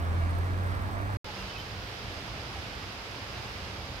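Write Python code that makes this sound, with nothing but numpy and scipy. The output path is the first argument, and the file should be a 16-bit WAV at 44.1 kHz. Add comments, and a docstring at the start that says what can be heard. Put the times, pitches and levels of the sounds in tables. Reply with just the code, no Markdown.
"""A river rushing and fizzing, heard in stereo from the bank: the second of two spots by an elevated railway.
The first is a street, where an engine pulls away, its firings droning and ringing the exhaust pipe,
through traffic, low wind rumble on the microphones and a fine treble crackle. After a short silence
the microphones are at the water: foam and bubbles, mostly on the right, over the town's rumble and
the hum of distant machinery. Faint blips sound at both spots, high squeaks only by the river."""
import sys
import numpy as np
from scipy import signal
from scipy.fft import rfft, irfft
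from scipy.io import wavfile
from scipy.ndimage import uniform_filter1d

SR = 44100
rng = np.random.default_rng(int(sys.argv[2]) if len(sys.argv) > 2 else 0)


def waveform_to_disk(signal):
    """Save audio, clipped to [-1, 1], as 16-bit WAV at the path in sys.argv[1]."""
    frames = np.transpose(np.atleast_2d(signal))
    scaled = np.clip(frames, -1, 1) * 32767
    samples = np.round(scaled).astype(np.int16)
    wavfile.write(sys.argv[1], SR, samples)


N = 176400
STREET_ENDS_S, RIVER_STARTS_S = 1.170, 1.2445

# distant machinery: t/s, level/dB
HUM_LEVEL = [(1.34, -59), (1.385, -45.5), (1.48, -48), (1.55, -60.5), (2.8, -59), (4, -57)]
# soft tones: t/s, half length/s, top f/Hz, droop/share of f, level/dB
BLIPS = [(.22, 0.026, 670, .01, -46), (.39, .025, 387.5, .02, -44), (0.508, 0.041, 290, .01, -44),
         (0.884, 0.036, 850, .005, -50.5), (1.29, 0.019, 846, 0.0095, -43), (2.57, 0.014, 796, .01, -44),
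         (2.662, 0.015, 680, 0.0094, -46)]
# rough tones: t/s, half length/s, top f/Hz, droop/share of f, width/Hz, level/dB
SQUEAKS = [(1.40, .04, 2790, .04, 110, -50.5), (1.515, .025, 3070, .04, 80, -50),
           (1.56, .021, 2590, .04, 80, -48), (1.595, 0.0253, 3080, .04, 80, -48),
           (1.595, .018, 12900, .03, 1700, -62), (1.89, .09, 13750, .1, 110, -71)]
# traffic, with microphone wind in the lowest rows: f/Hz, left relative level/dB, right relative level/dB
STREET_SPECTRUM = [(20, -76, -74), (32, -76, -74), (48, -69, -51.5), (65.6, -55.5, -51), (131, -61, -65),
                   (227, -70, -68), (450, -73.5, -68.5), (680, -75, -67.5), (880, -74.5, -69),
                   (1170, -71.5, -68), (2190, -80.5, -78), (2850, -84, -86.5), (4440, -88, -88.5),
                   (7400, -100.6, -100.9), (11000, -105.5, -107.0), (13200, -103.5, -104.5),
                   (15300, -109.3, -109.8)]
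# traffic and wind (lowest rows), likeness at the two microphones: f/Hz, correlation
STREET_LIKENESS = [(45, .3), (75, 0.62), (150, .85), (400, 0.55), (800, 0.34), (1900, 0.74), (3000, 0.036),
                   (12000, 0.098)]
# resonances of the crackle: f/Hz, width/Hz, gain/dB
CRACKLE_MODES = [(8300, 550, -1), (8900, 530, 0), (9800, 750, -8), (11800, 1100, -1), (13200, 330, -3)]
# crackle in the street: t/s, level/dB
CRACKLE_LEVEL = [(0, -66), (.27, -71), (.33, -68), (.7, -63.5), (1.0, -65.5), (1.17, -62)]
# narrow hiss in the street: t/s, level/dB
HISS_LEVEL = [(0, -74), (.25, -72), (.45, -76), (1.17, -78)]
# clearest ticks: t/s, f/Hz, gain/dB
TICKS = [(.294, 9100, -30), (.307, 9200, -33), (.352, 9300, -34), (.385, 11800, -30), (.386, 9000, -37),
         (.983, 11800, -37)]
# exhaust drone: t/s, level/dB
DRONE_LEVEL = [(0.0, -34), (0.184, -28), (0.438, -31.5), (0.714, -32.5), (0.774, -35.5), (0.836, -33.5),
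               (0.904, -38), (1.136, -34), (1.16, -33)]
# exhaust orders: multiple of the firing rate, gain/dB
EXHAUST_ORDERS = [(.5, -16), (1, 1), (2, -18), (3, -24)]
# exhaust pipe resonances: f/Hz, width/Hz, gain/dB
PIPE_MODES = [(300, 33, 0.5), (595, 16, -2), (685, 11, 6.5), (1154, 51, -5.5), (1665, 85, -2.5),
              (1930, 116, -24), (2260, 110, -13)]
# water and town from the bank: f/Hz, left relative level/dB, right relative level/dB
RIVER_SPECTRUM = [(20, -81, -81), (32, -77, -77), (49.7, -63.5, -62), (110, -63, -61), (153.5, -73.5, -71),
                  (236, -75, -73.5), (327, -74.5, -73), (800, -76, -75), (1800, -80, -75.5),
                  (3000, -81.5, -77.5), (4440, -87.5, -80.5), (4940, -86, -78), (6310, -89.5, -94),
                  (7840, -97.5, -105.2), (9900, -99.5, -106.1), (12500, -105.6, -99.2),
                  (15000, -111.2, -106.3)]
# water and town, likeness at the two microphones: f/Hz, correlation
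RIVER_LIKENESS = [(50, 0.98), (280, 0.95), (750, 0.62), (1200, 0.29), (1850, -0.44), (2600, 0.2),
                  (4000, -0.0019), (12000, -0.058)]
# town rumble under the river: t/s, gain/dB
RUMBLE_GAIN = [(1.25, 1.5), (1.65, 0), (2.0, -0.5), (2.3, -0.5), (3.1, 0.5), (3.45, 0), (3.75, -0.5),
               (4, 1.5)]
# splashing treble: t/s, gain/dB
SPLASH_GAIN = [(1.25, -0.5), (1.40, 1.5), (1.65, -0.2), (1.9, 0.34), (2.6, 0.5), (3.1, 0), (3.5, 0.9),
               (4, 0)]

TIME = np.arange(N) / SR
FREQ = np.maximum(np.arange(N // 2 + 1) * SR / N, 1)


def undb(db):
    """Decibels to gain."""
    return 10 ** (np.asarray(db) / 20)


def level(x, db=0):
    """Scale to an rms level."""
    return x * undb(db) / np.sqrt(np.mean(x ** 2))


def curve(rows):
    """Gain over time from rows of t/s, level/dB."""
    return undb(np.interp(TIME, *np.array(rows).T))


def over_hz(table, column=1):
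    """One column of a table, joined on a log-frequency axis."""
    rows = np.array(table, float)
    return np.interp(np.log(FREQ), np.log(rows[:, 0]), rows[:, column])


def walk(per_s):
    """Smooth random wander with an rms of 1."""
    step = max(int(SR / per_s), 2)
    held = np.repeat(rng.standard_normal(N // step + 1), step)
    return level(uniform_filter1d(uniform_filter1d(held, step), step)[:N])


def ring(x, modes):
    """Pass through parallel resonances: f/Hz, width/Hz, gain/dB."""
    response = sum(undb(db) / (1 + 1j * (FREQ ** 2 - hz ** 2) / (FREQ * width)) for hz, width, db in modes)
    return irfft(rfft(x) * response, N)


def clicks(per_s, spread_db):
    """Random impulses of uneven strength and either sign."""
    hits = rng.random(N) < per_s / SR
    size = np.minimum(rng.exponential(size=N), 5)
    return hits * rng.choice([-1, 1], N) * undb(spread_db * size)


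def flickering_noise(depth_db, per_s):
    """White noise whose octaves each flicker on their own."""
    white = rfft(rng.standard_normal(N))
    octave = np.maximum(np.round(np.log2(FREQ)), 5)
    bands = (irfft(white * (octave == k), N) for k in np.unique(octave))
    return level(sum(band * undb(depth_db * walk(per_s)) for band in bands))


def arch(at, half, hz, droop):
    """A tone that swells and fades while its pitch rises and falls."""
    away = np.minimum(((TIME - at) / half) ** 2, 20)
    return np.exp(-away) * np.sin(2 * np.pi * np.cumsum(hz * (1 - droop * away)) / SR)


def place(x, pan_db, lag_s=0):
    """A source to one side: louder by pan_db and later by lag_s at the left microphone."""
    late = irfft(rfft(x) * np.exp(-2j * np.pi * FREQ * lag_s), N)
    return np.array([late * undb(pan_db / 2), x * undb(-pan_db / 2)])


def wide_field(pair, spectrum, likeness, lag_s=0):
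    """Turn two unrelated white sounds into a wide field with its own colour at each microphone."""
    correlation = over_hz(likeness)
    mid = rfft(pair[0]) * np.sqrt(1 + correlation)
    side = rfft(pair[1]) * np.sqrt(1 - correlation)
    left = (mid + side) * undb(over_hz(spectrum, column=1)) * np.exp(-2j * np.pi * FREQ * lag_s)
    right = (mid - side) * undb(over_hz(spectrum, column=2))
    return irfft(np.array([left, right]), N) * np.sqrt(SR) / 2


def machinery_hum(hz=192.5):
    """Machinery far from the bank: a low, wavering hum that swells once."""
    cycles = np.cumsum(hz * (1 + 0.0076 * walk(13))) / SR
    tone = np.sin(2 * np.pi * cycles) * undb(1.2 * walk(9.1))
    return place(level(tone) * curve(HUM_LEVEL), pan_db=2)


def faint_tones():
    """Soft blips and rough, high squeaks to the right, half buried in the noise."""
    blips = sum(undb(db) * arch(*shape) for *shape, db in BLIPS)
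    squeaks = sum(undb(db) * arch(*shape) * walk(2 * width) for *shape, width, db in SQUEAKS)
    return place(blips + squeaks, pan_db=-5)


def street_noise(lag_s):
    """Street noise: tyres and motors towards the right, with low wind rumble on the microphones."""
    pair = [flickering_noise(depth_db=1.25, per_s=14.53) for _ in range(2)]
    return undb(-1) * wide_field(pair, STREET_SPECTRUM, STREET_LIKENESS, lag_s)


def crackle(snap_decay_s=.0012, hiss_hz=8740, hiss_width_hz=430, tick_decay_s=.0031, tick_width_hz=990):
    """Left of the microphones in the street: a fine, wide sizzle, a narrow hiss and a few clearer ticks."""
    tail = np.exp(-TIME[:1024] / snap_decay_s)
    snaps = signal.fftconvolve(np.abs(clicks(per_s=650, spread_db=-2)), tail)[:N]
    sizzle = np.array([level(ring(snaps * rng.standard_normal(N), CRACKLE_MODES), db) for db in (3, -3)])
    hiss = level(ring(rng.standard_normal(N), [(hiss_hz, hiss_width_hz, 0)])) * curve(HISS_LEVEL)
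    grit = rng.uniform(-0.36, .5, N)
    ticks = np.zeros(N)
    for at, hz, db in TICKS:
        burst = grit * (TIME >= at) * np.exp(-np.abs(TIME - at) / tick_decay_s)
        ticks += ring(burst, [(hz, tick_width_hz, db)])
    return sizzle * curve(CRACKLE_LEVEL) + place(hiss, pan_db=10.5) + place(ticks, pan_db=8)


def engine(lag_s, firing_hz=82.8, rise_hz_per_s=14.5, jitter=.012, push_s=.00062):
    """A rising exhaust drone and its echo off the house fronts; each firing puffs gas into the pipe."""
    cycles = np.cumsum((firing_hz + rise_hz_per_s * TIME) * (1 + jitter * walk(40))) / SR
    phase = 2 * np.pi * cycles
    load = curve(DRONE_LEVEL)
    drone = load * np.sqrt(2) * sum(undb(db) * np.sin(order * phase) for order, db in EXHAUST_ORDERS)
    echo = load * undb(-20) * (walk(25) * np.sin(phase) + walk(25) * np.cos(phase))
    strength = undb(4.5 * np.tanh(rng.standard_normal(N)))
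    firings = np.diff(np.floor(cycles), prepend=0) * strength  # one impulse a cycle
    pushes = irfft(rfft(level(firings)) / (1 + (FREQ * push_s) ** 2), N)
    gas = np.exp(-(cycles % 1) / 0.38) * rng.standard_normal(N)
    pipe = level(ring(pushes + level(gas, db=-1.8), PIPE_MODES), db=-51)
    return place(drone, pan_db=-1) + np.array([echo, -echo]) + place(pipe, pan_db=-12.5, lag_s=lag_s)


def bubbles(ring_cycles=6.5):
    """Dense small bubbles in sizes half an octave apart, each ringing for a few cycles."""
    swarm = np.zeros(N)
    for hz in 500 * 2 ** np.arange(0, 5.1, .5):
        ringing = ring(clicks(per_s=420, spread_db=3), [(hz, 3 * hz / ring_cycles, 0)])
        swarm += level(ringing) * np.sqrt(hz)  # keeps the swarm roughly white
    return level(swarm)


def river(bubble_share=.2, splash_above_hz=380, throb_below_hz=250):
    """From the bank: foam hiss and bubbles over the town's throbbing rumble; splashes swell the treble."""
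    pair = []
    for _ in range(2):
        foam = flickering_noise(depth_db=0.52, per_s=11)
        pair.append(np.sqrt(1 - bubble_share) * foam + np.sqrt(bubble_share) * bubbles())
    rush = wide_field(pair, RIVER_SPECTRUM, RIVER_LIKENESS)
    treble = irfft(rfft(rush) / (1 + (splash_above_hz / FREQ) ** 4), N)
    bass = irfft(rfft(rush) / (1 + (FREQ / throb_below_hz) ** 6), N)
    splash = curve(SPLASH_GAIN) * undb(0.18 * walk(8.28))
    throb = curve(RUMBLE_GAIN) * undb(1.56 * walk(16))
    return rush + (splash - 1) * treble + (throb - 1) * bass


def scene():
    """The microphones stand in the street, then on the river bank."""
    lag_s = 0.000343  # pipe and street noise reach the right microphone first
    street = engine(lag_s) + street_noise(lag_s) + crackle()
    bank = river() + machinery_hum()
    return np.where(TIME < RIVER_STARTS_S, street, bank) + faint_tones()


def record(dry, left_cut_hz=21, top_hz=15700):
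    """The left microphone thins the deepest bass; the recorder pauses between spots and cuts the top."""
    low_cut = signal.butter(1, left_cut_hz, "highpass", fs=SR, output="sos")
    high_cut = signal.ellip(10, .1, 80, top_hz, fs=SR, output="sos")
    microphones = np.array([signal.sosfilt(low_cut, dry[0]), dry[1]])
    running = (TIME < STREET_ENDS_S) | (TIME > RIVER_STARTS_S)
    return signal.sosfilt(high_cut, microphones * uniform_filter1d(1. * running, size=40))


dry = scene()
out = record(dry)
waveform_to_disk(out)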